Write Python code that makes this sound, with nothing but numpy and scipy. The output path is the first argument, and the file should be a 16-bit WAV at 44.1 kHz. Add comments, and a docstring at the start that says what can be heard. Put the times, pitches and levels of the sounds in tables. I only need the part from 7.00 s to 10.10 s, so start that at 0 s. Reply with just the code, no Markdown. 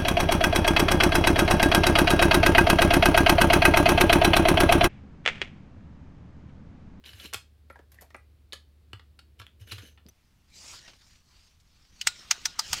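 """Loading a lever rifle at the bench

One microphone, close to a rifle that lies on a bag on a shooting bench. Cartridges are thumbed through
the sprung loading gate: brass scrapes over steel, the gate clicks and snaps shut, and the pushes thump
the bench. In between, the next round is tugged from its plastic holder. A small wooden room answers
over a low steady hum."""
import sys
import numpy as np
from scipy import signal
from scipy.fft import rfft, irfft, next_fast_len
from scipy.io import wavfile
from scipy.ndimage import uniform_filter1d, map_coordinates

SR = 44100
rng = np.random.default_rng(int(sys.argv[2]) if len(sys.argv) > 2 else 0)


def pcm_store(signal):
    """Save signal as 16-bit PCM."""
    levels = np.round(np.clip(np.atleast_2d(signal), -1, 1) * 32767)
    wavfile.write(sys.argv[1], SR, levels.astype(np.int16).T)


N = 136710

# Modes of the steel receiver and magazine tube. 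Each row: frequency in Hz, level in dB.
STEEL_MODES = [(530, 2), (1250, -9), (1375, -3.5), (1685, 0), (3015, 2), (3610, -4.5), (4280, 4.5),
               (4490, -2), (7480, 0)]
# Modes of the plastic holder. Each row: frequency in Hz, level in dB.
HOLDER_MODES = [(600, 0), (740, -5.5), (1170, -18), (1480, -3), (1880, 0)]
# Tone of a touch on plastic. Each row: frequency in Hz, gain in dB.
PLASTIC_TONE = [(300, -5), (650, -3), (1900, 4), (11000, -16), (16000, -21)]
STEEL_T60_S, STEEL_RING_DB = 0.023, -9
HOLDER_T60_S, HOLDER_RING_DB = 0.011, -7
FRICTION_SPIKE = 0.84  # unevenness of the friction grains
TOP_HZ = 15900


def gate_clicks():
    """Cartridges tap the receiver and the loading gate snaps shut behind them."""
    # Each row: start in seconds, mid level in dB, lows and treble over it in dB, chatter t60 in seconds.
    clicks = [(0.0394, -54, -4.5, -19, .029), (0.06, -48, -32, -15, 0.016),
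              (0.0912, -50.5, -6.5, -21, 0.024), (0.133, -54.5, -2, -23, .016),
              (0.199, -48, -8, -21, 0.022), (0.3293, -51, 8, -4, 0.077), (0.3354, -44.5, 3.5, 8.5, 0.013),
              (0.3434, -36, 0, -1, 0.019), (0.347, -52, -14, -12, 0.028), (1.53, -42, -0.5, -3.5, 0.043),
              (1.9317, -51, 7.5, -7, 0.018), (1.995, -60.5, 6.5, -14, 0.016),
              (2.1902, -53, -2.5, -9, 0.031), (2.4, -55.5, 7, -5.5, 0.029), (2.416, -53, 2.5, -12, 0.037),
              (2.721, -41.5, -6.5, -9, 0.02), (2.7819, -50.5, 1, -8, 0.054), (2.9756, -65, 4.5, -17, 0.076)]
    # Tone of brass striking steel. Each row: frequency in Hz, gain in dB.
    click_tone = [(330, -7.5), (800, -5), (1400, 1), (2400, -0.5), (3200, 7.5), (6000, -4.5), (11500, -10),
                  (16000, -22.5)]
    out = np.zeros(N)
    for start, db, low_db, high_db, t60 in clicks:
        hit = through(contact(t60), body(STEEL_MODES, STEEL_T60_S, STEEL_RING_DB))
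        hit = colour(hit, click_tone)
        add(out, start, balanced(hit, db, low_db, high_db, low_hz=2200, high_hz=5400))
    return out


def gate_scrape():
    """Brass scrapes along the gate, the case rim rasps, and the spring sings under a hard push."""
    # Thumb pressure, one list for each of three strokes. Each point: time in seconds, level in dB.
    strokes = [
        [(.05, -65), (.056, -50), (.11, -56.5), (.19, -55.5), (.203, -47), (.228, -52), (.257, -42),
         (.272, -53.5), (.325, -72)],
        [(2.384, -74), (2.399, -48), (2.428, -88)],
        [(2.595, -68), (2.615, -56), (2.66, -78.5), (2.676, -54), (2.71, -53.5), (2.72, -36.5), (2.742, -54),
         (2.795, -56), (2.88, -58), (2.935, -75)],
    ]
    # Tone of brass sliding on steel. Each row: frequency in Hz, gain in dB.
    scrape_tone = [(200, 4), (1000, -4), (3000, 6.5), (5300, 0), (8000, -8.5), (9600, -4.5), (12500, -4),
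                   (16000, -15)]
    rasp_edge_hz = 9100
    steel = body(STEEL_MODES, STEEL_T60_S, STEEL_RING_DB)
    scrape = band(friction(steel, scrape_tone), 146, rasp_edge_hz, order=4)
    rasp = amp(-1.5) * band(friction(steel, scrape_tone), rasp_edge_hz, TOP_HZ, order=4)
    spring = amp(1) * singing(hz=4130, width_hz=330)
    push = sum(level(stroke) for stroke in strokes)
    pressure = push / push.max()
    return push.max() * (scrape * pressure + rasp * pressure ** 0.91 + spring * pressure ** 2.56)


def squeal():
    """The last round squeals thinly as it slides in."""
    # Each row: time in seconds, level in dB.
    swell = [(2.6, -78), (2.88, -67), (2.97, -86)]
    return singing(hz=6250, width_hz=290) * level(swell)


def pings():
    # Each row: start in seconds, peak in dB, frequency in Hz, t60 in seconds.
    touches = [(0.708, -61, 11430, 0.033), (0.726, -61, 11000, 0.023), (0.987, -42, 1880, 0.018),
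               (1.165, -52, 9040, 0.02), (1.5233, -28.5, 3630, 0.013), (1.531, -46, 542, 0.07),
               (1.932, -34, 2900, 0.012), (2.4669, -34.5, 3520, 0.0042), (3.065, -43, 4900, 0.0039),
               (3.088, -51, 6040, 0.041)]
    out = np.zeros(N)
    for start, db, hz, t60 in touches:
        mode = np.sin(2 * np.pi * hz * moment()) * fade(t60)
        ring = through(burst(t60 / 2), mode)
        add(out, start, amp(db) * ring / np.abs(ring).max())
    return out


def holder_knocks():
    """The plastic holder knocks hollowly, higher in pitch as the round comes free."""
    # Each row: start in seconds, mid level in dB, lows and treble over it in dB, main resonance in Hz.
    knocks = [(0.6999, -47.5, -1.5, -13, 1740), (0.757, -53, 0.5, -14.5, 1790), (0.791, -61, 8, -3.5, 1710),
              (1.104, -60, -3.5, -4, 1850), (1.145, -45, -1, -13.5, 2005)]
    out = np.zeros(N)
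    for start, db, low_db, high_db, hz in knocks:
        stretch = hz / HOLDER_MODES[-1][0]
        modes = np.multiply(HOLDER_MODES, [stretch, 1])
        tone = np.multiply(PLASTIC_TONE, [stretch, 1])
        hit = through(contact(chatter_t60=0.044), body(modes, HOLDER_T60_S, HOLDER_RING_DB))
        hit = colour(hit, tone)
        add(out, start, balanced(hit, db, low_db, high_db, low_hz=1000 * stretch, high_hz=2500 * stretch))
    return out


def clip_ticks():
    """A case ticks thinly as it slips from its clip in the holder."""
    # Each row: start in seconds, level in dB.
    ticks = [(0.9188, -56), (0.9434, -60.5), (1.0104, -52), (1.0212, -52.5), (3.086, -56.5)]
    # Tone of a tick. Each row: frequency in Hz, gain in dB.
    tick_tone = [(200, 6), (9000, -1), (13000, 8), (16000, -19)]
    out = np.zeros(N)
    for start, db in ticks:
        tick = colour(contact(chatter_t60=0.041), tick_tone)
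        add(out, start, at_level(tick, db))
    return out


def clip_rub():
    """The case rubs in its clip and sounds the holder's modes."""
    # Each row: time in seconds, level in dB.
    swell = [(.92, -70), (1.03, -66), (1.07, -75)]
    plastic = body(HOLDER_MODES, HOLDER_T60_S, HOLDER_RING_DB)
    return friction(plastic, PLASTIC_TONE) * level(swell)


def bench_thumps():
    """Pushes on the rifle swell the bench's one low mode through the bag."""
    # Each row: start in seconds, peak in dB.
    pushes = [(0.13, -49), (0.338, -46), (1.929, -40.5), (2.394, -44.5), (2.604, -41), (2.72, -36.5),
              (2.775, -41)]
    mode_hz, rise_s = 99.1, 0.019
    out, t = np.zeros(N), moment()
    swell = (t / rise_s * np.exp(1 - t / rise_s)) ** 2
    for start, db in pushes:
        add(out, start, amp(db) * swell * np.sin(2 * np.pi * mode_hz * t))
    return out


def stock_bumps():
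    """Hands bump the stock: soft thuds of noise an octave wide."""
    # Each row: start in seconds, level in dB as if packed into 15 ms, centre frequency in Hz.
    bumps = [(1.018, -53, 630), (2.83, -53.5, 252), (3.056, -52, 241)]
    out = np.zeros(N)
    for start, db, hz in bumps:
        thud = band(burst(t60=0.15), hz / np.sqrt(2), hz * np.sqrt(2))
        add(out, start, amp(db) * norm(thud) * np.sqrt(0.015 * SR))
    return out


def room(x):
    """The near wooden walls answer; each frequency dies at its own speed."""
    # Each row: frequency in Hz, t60 in seconds.
    decay_times = [(150, 0.15), (4500, 0.24), (15000, 0.16)]
    wall_db, delay_s, build_s = -7.5, 0.00062, 0.0028
    hz, t, spectra = signal.stft(rng.standard_normal(SR // 2), SR, nperseg=256)
    decay = amp(-60 * t / along(decay_times, hz)[:, None])
    tail = signal.istft(spectra * decay, SR, nperseg=256)[1]
    onset = np.clip((np.arange(len(tail)) / SR - delay_s) / build_s, 0, 1)
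    return amp(wall_db) * through(x, norm(tail * onset))


def room_tone():
    """A low machine hum over rumble and faint hiss."""
    # Tone of the rumble and hiss. Each row: frequency in Hz, gain in dB.
    floor_tone = [(20, -28), (55, -2.5), (100, -4), (140, -13), (349, -20), (917, -33), (4410, -35.5),
                  (6090, -43)]
    hum_hz, hum_db, floor_db = 73.2, -58.5, -63
    hum = amp(hum_db) * np.sqrt(2) * np.sin(2 * np.pi * hum_hz * np.arange(N) / SR)
    return hum + amp(floor_db) * unit(colour(rng.standard_normal(N), floor_tone))


def body(modes, t60, ring_db):
    """A struck object: the bare contact plus its modes, weighted anew for each touch."""
    t = moment()
    ring = sum(amp(db + rng.normal(0, 0.91)) * np.sin(2 * np.pi * (hz * t + rng.random()))
               for hz, db in modes)
    return amp(ring_db) * norm(ring * fade(t60)) + (t == 0)


def contact(chatter_t60):
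    """A snap with a longer chatter of micro-bounces."""
    return burst(t60=0.0057) + amp(8.5) * burst(chatter_t60, spike=1)


def friction(response, tone):
    """Stick-slip grains played through an object, at rms 1."""
    slip_db, slips_per_s = 1.5, 250
    grip = map_coordinates(rng.standard_normal(N // 20), [np.arange(N) * slips_per_s / SR], mode="wrap")
    grains = grit(N, FRICTION_SPIKE) * amp(slip_db * grip)
    return unit(patchy(colour(through(grains, response), tone)))


def patchy(x, depth_db=2.5, size=256):
    """The point of contact wanders, so resonances come and go."""
    spectra = signal.stft(x, nperseg=size)[2]
    drift = uniform_filter1d(rng.standard_normal(spectra.shape), size=5, axis=0)
    drift = uniform_filter1d(drift, size=5, axis=1)
    return signal.istft(spectra * amp(depth_db * unit(drift)), nperseg=size)[1][:N]


def singing(hz, width_hz):
    """Friction in one narrow resonance, at rms 1."""
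    return unit(band(grit(N, FRICTION_SPIKE), hz - width_hz / 2, hz + width_hz / 2))


def grit(size, spike):
    """Noise made of micro-impacts, more uneven as spike grows."""
    return rng.standard_normal(size) * np.exp(spike * np.clip(rng.standard_normal(size), -2, 2))


def burst(t60, spike=0):
    """Dying noise of energy 1."""
    return norm(grit(len(moment()), spike) * fade(t60))


def balanced(hit, db, low_db, high_db, low_hz, high_hz):
    """A hit with its mids at db and its lows and treble set relative to them."""
    bands = [(200, low_hz, low_db), (low_hz, high_hz, 0), (high_hz, TOP_HZ, high_db)]
    return sum(at_level(band(hit, lo, hi, order=5), db + offset) for lo, hi, offset in bands)


def at_level(x, db):
    """Scaled so that the first 8 ms have this rms level."""
    return amp(db) * x / np.sqrt(np.mean(x[:int(0.008 * SR)] ** 2))


def colour(x, points, size=8192):
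    """Minimum-phase filter with the gain of (Hz, dB) points."""
    gain = amp(along(points, np.fft.rfftfreq(size, 1 / SR)))
    cepstrum = irfft(np.log(gain))
    cepstrum[1:size // 2] *= 2
    cepstrum[size // 2 + 1:] = 0
    return through(x, irfft(np.exp(rfft(cepstrum))))


def band(x, lo_hz, hi_hz, order=2):
    """Causal band-pass."""
    return signal.sosfilt(signal.butter(order, [lo_hz, hi_hz], "band", fs=SR, output="sos"), x)


def through(x, response):
    """x played through an impulse response."""
    return signal.fftconvolve(x, response)[:len(x)]


def add(track, start, sound):
    """Mix a sound into the track at a start in seconds."""
    part = track[round(start * SR):][:len(sound)]
    part += sound[:len(part)]


def moment():
    """The time axis of one short sound, in seconds."""
    return np.arange(SR // 4) / SR


def fade(t60):
    """Decay by 60 dB in t60 seconds."""
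    return amp(-60 * moment() / t60)


def level(points):
    """Gain per sample from (seconds, dB) points, silent outside them."""
    return amp(np.interp(np.arange(N) / SR, *np.transpose(points), left=-np.inf, right=-np.inf))


def along(points, hz):
    """(Hz, value) points read on a log axis."""
    point_hz, values = np.transpose(points)
    return np.interp(np.log(hz + 1), np.log(point_hz + 1), values)


def amp(db):
    """Decibels to gain."""
    return 10 ** (np.asarray(db) / 20)


def unit(x):
    """Scaled to rms 1."""
    return x / np.sqrt(np.mean(x ** 2) + 1e-20)


def norm(x):
    """Scaled to energy 1."""
    return x / np.sqrt(np.sum(x ** 2) + 1e-20)


def scene():
    """Close at the bench, in mono; clicks, knocks, pings and sliding each get their own room tail."""
    sources = (gate_clicks(), holder_knocks() + clip_ticks(), pings(),
               gate_scrape() + clip_rub() + squeal())
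    handling = sum(x + room(x) for x in sources)
    return (handling + bench_thumps() + stock_bumps() + room_tone())[None]


def record(dry):
    """The microphone passes nothing above TOP_HZ."""
    size = next_fast_len(N + SR // 2)
    passband = np.fft.rfftfreq(size, 1 / SR) < TOP_HZ
    return irfft(rfft(dry, size) * passband, size)[..., :N]


dry = scene()
out = record(dry)
pcm_store(out)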